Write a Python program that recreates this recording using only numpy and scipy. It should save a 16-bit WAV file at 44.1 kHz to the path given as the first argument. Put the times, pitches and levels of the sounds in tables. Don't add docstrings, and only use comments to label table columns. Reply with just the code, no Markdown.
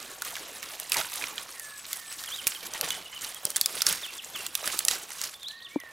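import sys
import numpy as np
from scipy import signal
from scipy.fft import rfft, irfft, next_fast_len
from scipy.io import wavfile
from scipy.ndimage import uniform_filter1d, minimum_filter1d, map_coordinates

SR = 44100
rng = np.random.default_rng(int(sys.argv[2]) if len(sys.argv) > 2 else 0)


def to_wav(s):
    ch = np.atleast_2d(s).T
    pcm = np.round(np.clip(ch, -1, 1) * 32767)
    wavfile.write(sys.argv[1], SR, pcm.astype(np.int16))


N = 261072


def amp(db):
    return 10 ** (np.asarray(db) / 20)


def unit(x):
    return x / np.sqrt(np.mean(x ** 2) + 1e-20)


def along(points, hz):
    f, v = np.transpose(points)
    return np.interp(np.log(hz + 1), np.log(f + 1), v)


def curves(rows):
    times, *columns = np.transpose(rows)
    return [np.interp(np.arange(N) / SR, times, column) for column in columns]


def wobble(rate):
    knots = rng.standard_normal(int(N * rate / SR) + 4)
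    return map_coordinates(knots, [np.arange(N) * rate / SR])


def filtered(x, response):
    m = next_fast_len(x.shape[-1] + 4096)
    return irfft(rfft(x, m) * response(np.fft.rfftfreq(m, 1 / SR)), m)[..., :x.shape[-1]]


def peak(hz, centre_hz, q):
    damping = 1j * hz * centre_hz / q
    return damping / (centre_hz ** 2 - hz ** 2 + damping)


# [t/s, thin twigs level/dB, thick wood level/dB]
GRIP_LEVELS = [(0.0, -42, -47), (0.18, -45.5, -51.5), (0.45, -44, -48), (0.88, -45.5, -52.5),
               (1.36, -47, -46.5), (1.54, -45, -54.5), (1.84, -46.5, -58), (2.0, -42, -57.5),
               (2.6, -41.5, -50.5), (2.79, -48.5, -45.5), (3.07, -55, -55), (3.5, -47.5, -53),
               (3.8, -40.5, -48), (4.27, -48.5, -56.5), (5.1, -43.5, -51.5), (5.33, -48, -61.5),
               (5.56, -59.5, -63), (5.92, -55.5, -55.5)]
# [t/s of the peak, twigs level/dB, wood level/dB, rise t/s, 60 dB fade t/s]
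BRANCH_TUGS = [(0.25, -40.5, -54, 0.35, 0.9), (0.931, -31, -62, 0.044, 0.67),
               (0.974, -29, -30.5, 0.061, 0.19), (1.16, -39.5, -61, 0.27, 1.6),
               (2.48, -41, -56, 0.048, 2.1), (2.748, -35, -37.5, 0.048, 0.16),
               (2.831, -34.5, -38.5, 0.011, 0.86), (3.24, -38, -48.5, 0.26, 1.06),
               (3.51, -34.5, -45.5, 0.049, 0.064), (3.77, -46, -58, 1, 0.76),
               (3.878, -31, -38, 0.073, 0.59), (4.45, -40, -45.5, 0.74, 0.52),
               (4.688, -32, -41.5, 0.27, 0.71), (4.909, -32, -38, 0.022, 0.41),
               (5.233, -34, -47.5, 0.21, 0.23)]


def effort():
    t = np.arange(N) / SR
    power = amp(curves(GRIP_LEVELS)) ** 2
    for peak_s, twig_db, wood_db, rise_s, t60 in BRANCH_TUGS:
        rise_db = 40 * (t - peak_s) / rise_s
        fade_db = -60 * (t - peak_s) / t60
        shape_db = np.where(t < peak_s, rise_db, fade_db)
        power = power + amp([[twig_db], [wood_db]]) ** 2 * amp(shape_db) ** 2
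    return np.sqrt(power)


def crackle(spectrum, rate, spread_db, life, share, patchy_db, patch):
    z = signal.stft(rng.standard_normal(N), nperseg=256)[2]
    field = uniform_filter1d(rng.standard_normal(z.shape), size=patch[0], axis=0)
    field = uniform_filter1d(field, size=patch[1], axis=1)
    noise = signal.istft(z * amp(patchy_db * unit(field)), nperseg=256)[1][:N]
    sizes = amp(spread_db * np.minimum(rng.exponential(size=N), 1.7))
    starts = (rng.random(N) < rate / SR) * sizes
    fade = np.exp(-1 / (life * SR))
    bursts = signal.lfilter([1], [1, -fade], starts)
    share = np.clip(share, 0, 1)
    gate = np.sqrt(1 - share + share * unit(bursts) ** 2)
    return unit(filtered(noise * gate, lambda hz: amp(along(spectrum, hz))))


def ticks(rate, spread_db, centre_hz, octaves, cycles):
    draws = rng.random((round(rate * N / SR), 2))
    hz = centre_hz * 2 ** (octaves * rng.standard_normal((len(draws), 1)))
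    turns = np.minimum(hz, SR / 3) * np.arange(512) / SR
    size = amp(-spread_db * np.log(np.maximum(draws[:, 1:], .05)))
    clicks = size * np.sin(2 * np.pi * turns) * np.exp(-turns / cycles)
    spots = (draws[:, :1] * N).astype(int) + np.arange(512)
    return unit(np.bincount(spots.ravel(), clicks.ravel(), N + 512)[:N])


# [f/Hz, relative level/dB per Hz]
TWIG_COLOUR = [(710, -18.5), (1200, -0.5), (5450, 1.5), (10300, 0), (14800, -6), (16000, -16), (16500, -43)]
# [f/Hz, relative level/dB per Hz]
WOOD_COLOUR = [(35, -64), (60, -11.5), (178, -5.5), (589, 2.5), (1250, -0.5), (4000, -2.5), (5200, -32),
               (8800, -120)]


def handling():
    twig_gain, wood_gain = effort()
    jerk = np.clip(wobble(30), -3, 1.5)
    twigs = crackle(TWIG_COLOUR, rate=260, spread_db=4, life=.0018, share=.45, patchy_db=3.6, patch=(19, 3))
    twigs = twigs + amp(-12) * ticks(rate=240, spread_db=5, centre_hz=7000, octaves=.8, cycles=1.6)
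    wood = crackle(WOOD_COLOUR, rate=110, spread_db=4.5, life=.003, share=.25, patchy_db=4, patch=(2, 12))
    wood = wood + amp(-7) * ticks(rate=140, spread_db=2.5, centre_hz=1500, octaves=.8, cycles=6)

    def balance():
        return amp(0.77 * wobble(7.3) * np.array([[1], [-1]]))

    rustle = twig_gain * amp(2.65 * jerk) * twigs * balance()
    scrape = wood_gain * amp(1.7 * jerk) * wood * balance()
    return rustle + scrape


# [f/Hz, relative level/dB per Hz]
AIR_COLOUR = [(20, -5), (60, 12.5), (200, 11.5), (700, 6.5), (950, 2), (1120, 24), (1350, -28), (3500, -7),
              (5300, -24), (15000, -31), (16500, -34)]
# [f/Hz, likeness from 0 to 1]
AIR_LIKENESS = [(60, 0.88), (380, 0.55), (2380, 1), (15000, 0.96)]


def air():
    def colours(hz):
        turn = np.arccos(np.clip(along(AIR_LIKENESS, hz), -1, 1)) / 2
        return amp(along(AIR_COLOUR, hz)) * [np.cos(turn), np.sin(turn)]

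    mid, side = filtered(rng.standard_normal((2, N)), colours)
    return amp(-62.0 + 0.7 * wobble(4.3)) * unit(np.array([mid + side, mid - side]))


# [f/Hz, 60 dB fade t/s]
TRUNK_ECHOES = [(300, 0.57), (3000, 0.61), (12000, 0.4)]


def trees(x):
    hz, t, z = signal.stft(rng.standard_normal((2, SR // 2)), SR, nperseg=256)
    fade = amp(-60 * t / along(TRUNK_ECHOES, hz)[:, None])
    mid, side = signal.istft(z * fade, SR, nperseg=256)[1]
    tail = (mid + amp(-34.0) * side * [[1], [-1]]) / np.linalg.norm(mid)
    late = np.pad(x, (300, 0))
    return signal.fftconvolve(late[None], tail, axes=1)[:, :N]


# [t/s, nominal peak level/dB, ring f/Hz, woody part setting level/dB, brittle parts setting level/dB]
TWIG_SNAPS = [(0.2201, -13.5, 1430, -15, -8), (0.249, -20.5, 12500, -28, -22), (0.3538, -20, 3700, 3, -17),
              (0.3653, -20, 1640, -7, -15), (0.628, -21.5, 1790, 1, -9), (0.688, -28, 4600, -8, -26),
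              (0.7989, -16, 9500, 15, 20.5), (0.8974, -22.5, 9000, -30, 6), (0.9189, -5, 2560, -14, -9),
              (0.9422, -12, 2300, -43, -12), (0.9681, -11.5, 4640, -21, -11), (0.99, -24, 2720, -3, -14),
              (1, -19, 2500, -5, -19), (1.012, -18, 1410, -3, -33), (1.046, -22, 2770, 0, -35),
              (1.138, -20, 7060, -20, -3), (1.157, -19, 10300, -25, 10), (1.212, -23, 2080, -7, -44),
              (1.2215, -19, 2490, -14, -54), (1.2387, -14, 2490, -13, -64), (1.3798, -16, 2390, 4, -30),
              (1.596, -20, 1880, -48.5, -2), (1.93, -12, 10000, -5.5, -10.5), (2.2373, -21.5, 5770, 0, -11),
              (2.469, -4.5, 2460, -17, -8.5), (2.475, -2.5, 5230, -28, 3), (2.736, -17.5, 5970, -38, -29),
              (2.8107, -8.5, 4340, -5, -2), (2.843, -26, 3080, 3, -18), (2.9043, -11, 3440, -17, -18),
              (3.3453, -23, 10100, -25, -6), (3.452, -6.5, 8980, -50, -34), (3.503, -15.5, 11200, -32, -16),
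              (3.56, -9, 7000, -15, -32), (3.5656, -6, 8880, -15, -8), (3.6117, -1, 4600, -24, -11),
              (3.6588, -4.5, 4920, -15, -7), (3.8065, -17.5, 3470, -66, -44),
              (3.8187, -4.5, 4850, -12.5, -12), (3.8657, 5.5, 5455, -19.5, -21),
              (3.8887, -10, 10200, -41, -35), (3.926, -10, 5550, -18, -5), (4.4645, -15, 9200, -3.5, -9),
              (4.552, -7.5, 3400, -40, -9.5), (4.6755, -11, 9200, -17, -12), (4.79, -6.5, 9300, -12, -5),
              (4.85, -8, 8600, -49, -11), (4.8828, 4, 5760, -8.5, -15), (4.9108, -10.5, 3950, -11, -8),
              (5.1043, -25, 2090, -2, -10), (5.214, -13.5, 6600, -19, -29), (5.237, -17.5, 4970, -22, -35),
              (5.4306, -26.5, 3530, -35, -20), (5.4837, -24, 4160, -18, -20),
              (5.801, -27.5, 1860, -19, -10)]


def snaps():
    crest_db = 14
    out, t = np.zeros((2, N + SR)), np.arange(SR // 8) / SR
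    parting = amp(2.5) * np.exp(-((t - .0011) / .0002) ** 2)
    for s, db, hz, woody_db, brittle_db in TWIG_SNAPS:
        tear = amp(-60 * t / .012) + amp(2 - 60 * t / .0025) + amp(-24 - 60 * t / .07) + parting
        uneven_db = 3 * rng.standard_normal(len(t) // 32 + 1).clip(-2, 1)
        tear = tear * amp(uneven_db).repeat(32)[:len(t)]
        ring = amp(-60 * t / (0.002 + 62 / hz))
        shapes = (1 - np.exp(-(t / 0.0007) ** 2)) * np.array([ring, tear, tear, tear])
        gains = amp([[-3], [woody_db], [0.43 * brittle_db + 2.5], [brittle_db + 6.5]])
        modes_hz = 1300 * 2.8 ** rng.random(4)

        def colours(f):
            woody = peak(f, 2220, 0.44) ** 2 * sum(peak(f, m, 11) for m in modes_hz)
            return np.array([peak(f, hz, 3.3), woody, peak(f, 6270, 0.96) ** 2, peak(f, 10800, 1.7) ** 2])

        shaking = rng.standard_normal((4, len(t)))
        shaking[0] += .25 * np.sin(2 * np.pi * hz * t)
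        parts = filtered(shapes * shaking, colours)
        parts /= np.sqrt(np.mean(parts[:, :256] ** 2, axis=1, keepdims=True))
        crack = (gains * parts).sum(axis=0)
        crack = crack / np.std(crack[:256])
        offset_db = rng.normal(0, 1)
        sides = amp(db - crest_db + offset_db * np.array([[1], [-1]]))
        out[:, round(s * SR):][:, :len(t)] += sides * crack
    return out[:, :N] * amp([[-.6], [.6]])


# [t/s, level/dB before onset and low cut, f/Hz, 60 dB fade t/s]
DULL_KNOCKS = [(0.963, -9.5, 920, 0.013), (2.468, -16, 201, 0.0033), (2.812, -16, 583, 0.071),
               (2.829, -30.5, 163, 0.12), (3.452, -17, 142, 0.0091), (3.902, -30, 184, 0.11),
               (4.629, -21, 604, 0.013), (4.641, -10.5, 1260, 0.028), (4.743, -21, 412, 0.0093),
               (5.759, -4.5, 292, 0.032), (5.836, -27, 580, 0.0076)]


def thuds():
    out, t = np.zeros(N + SR), np.arange(SR // 8) / SR
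    for s, db, hz, t60 in DULL_KNOCKS:
        turn = 2 * np.pi * hz * t
        second = amp(-3.0 - 60 * t / 0.017) * np.sin(1.88 * turn)
        third = amp(-5.5 - 60 * t / 0.014) * np.sin(3.04 * turn)
        push = 1 - np.exp(-t / (0.14 * t60))
        ring = amp(db - 60 * t / t60) * (-np.cos(turn) + second - third) * push
        corner_hz = 0.045 * hz * hz * t60
        knock = filtered(ring, lambda f: (1j * f / (corner_hz + 1j * f)) ** 2)
        out[round(s * SR):][:len(t)] += knock
    return out[:N] * amp([[1.8], [-1.8]])


def song(notes, settle_s, arch_hz, swell, tremble_hz, flutter_db):
    out = np.zeros(N + SR)
    tremble = tremble_hz * wobble(140)
    flutter = amp(flutter_db * wobble(110))
    for s, length, from_hz, to_hz, db in notes:
        start = round(s * SR)
        t = np.arange(min(round(length * SR), N - start)) / SR
        slide = np.expm1(-t / settle_s) / np.expm1(-length / settle_s)
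        arch = np.sin(np.pi * t / length)
        hz = from_hz + (to_hz - from_hz) * slide + arch_hz * arch + tremble[start:][:len(t)]
        out[start:][:len(t)] += amp(db) * arch ** swell * np.sin(2 * np.pi * np.cumsum(hz) / SR)
    return np.sqrt(2) * flutter * out[:N]


# [t/s, length t/s, from f/Hz, to f/Hz, rms level/dB at the top of the swell before flutter]
LOW_WHISTLES = [(1.53, 0.27, 2100, 1694, -51.5), (1.91, 0.23, 2314, 1758, -53.5),
                (2.2, 0.088, 1880, 1777, -54), (2.62, 0.051, 2345, 2330, -51.5),
                (5.49, 0.157, 1664, 1880, -50.5), (5.7, 0.076, 2140, 2377, -51.5),
                (5.785, 0.14, 2147, 1754, -48.5)]


def whistle():
    return song(LOW_WHISTLES, settle_s=.05, arch_hz=0, swell=.3, tremble_hz=9, flutter_db=1.5)


# [t/s, length t/s, from f/Hz, to f/Hz, rms level/dB at the swell's top before flutter]
HIGH_SEEPS = [(1.6, 0.16, 8220, 8400, -52), (1.75, 0.073, 7850, 8000, -48), (1.94, 0.044, 7800, 7700, -53),
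              (2.06, 0.091, 8200, 8340, -45)]


def seep():
    return song(HIGH_SEEPS, settle_s=0.42, arch_hz=0, swell=0.57, tremble_hz=170, flutter_db=-1.5)


# [t/s, length t/s, from f/Hz, to f/Hz, rms level/dB at the top of the swell before flutter]
WARBLED_GLIDES = [(2.27, 0.018, 3530, 2800, -39), (2.296, 0.013, 3130, 3700, -45),
                  (2.312, 0.048, 2950, 3950, -36), (2.382, 0.024, 3410, 2650, -36.5),
                  (2.547, 0.022, 3340, 2940, -39.5), (2.91, 0.03, 3004, 2910, -37),
                  (2.941, 0.019, 3780, 2850, -41), (3.052, 0.019, 2960, 2660, -43.5),
                  (3.123, 0.02, 2830, 3130, -42), (3.143, .018, 2514, 3230, -43),
                  (3.158, 0.025, 3100, 2790, -37), (3.268, 0.012, 3035, 2890, -38),
                  (3.358, 0.016, 3300, 3190, -42.5), (3.459, 0.017, 3370, 2900, -42),
                  (3.543, 0.044, 3080, 3650, -40), (3.638, .018, 3270, 3520, -39),
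                  (4.03, 0.013, 3820, 3160, -36.5), (4.04, 0.025, 3600, 2660, -36),
                  (4.072, 0.036, 2530, 2770, -44.5), (4.094, 0.016, 2760, 2110, -44),
                  (4.181, 0.024, 3640, 2530, -37), (4.34, 0.04, 3600, 2480, -36),
                  (4.382, 0.034, 2710, 2715, -45), (5.333, 0.013, 4730, 3750, -59),
                  (5.343, 0.022, 3730, 3250, -47), (5.398, 0.051, 3730, 3480, -52),
                  (5.418, 0.0104, 3060, 4560, -48), (5.44, 0.014, 3670, 3000, -39),
                  (5.447, 0.049, 3100, 4450, -39), (5.495, 0.016, 3950, 4080, -39.5),
                  (5.508, 0.0065, 4170, 2570, -39), (5.574, 0.011, 3970, 4850, -50),
                  (5.584, 0.012, 3600, 4400, -48.5), (5.6, 0.01, 3500, 2700, -50),
                  (5.617, 0.016, 2890, 4930, -45.5), (5.631, 0.0118, 3300, 4620, -48),
                  (5.645, 0.018, 3680, 3250, -40.5), (5.661, 0.012, 3340, 2610, -41),
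                  (5.807, 0.0144, 3580, 2520, -49)]


def warble():
    return song(WARBLED_GLIDES, settle_s=.3, arch_hz=60, swell=.6, tremble_hz=40, flutter_db=1.6)


def birds():
    low = whistle()
    others = seep() + warble()
    direct = others * amp([[1.3], [-1.3]]) + low
    echoing = amp(-9) * others + amp(-5) * low
    return direct, echoing


def scene():
    near = snaps() + handling()
    direct_birds, echoing_birds = birds()
    echoes = trees(amp(-18.0) * near.mean(axis=0) + echoing_birds)
    return near + thuds() + direct_birds + echoes + air()


# [f/Hz, left minus right level/dB]
PAIR_LEAN = [(60, 1), (290, -0.5), (640, -3.5), (1410, -4.5), (6820, -2), (15000, 0.5)]


def record(dry):
    x = filtered(dry, lambda hz: amp(along(PAIR_LEAN, hz) * np.array([[.5], [-.5]])))
    needed = np.minimum(1, amp(-2.5) / (np.abs(x).max(axis=0) + 1e-9))
    x = x * uniform_filter1d(minimum_filter1d(needed, size=221), size=45)
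    top_hz = 16900
    return filtered(x, lambda hz: np.where(hz < 15900, 1, amp(-21)) * (hz < top_hz))


dry = scene()
out = record(dry)
to_wav(out)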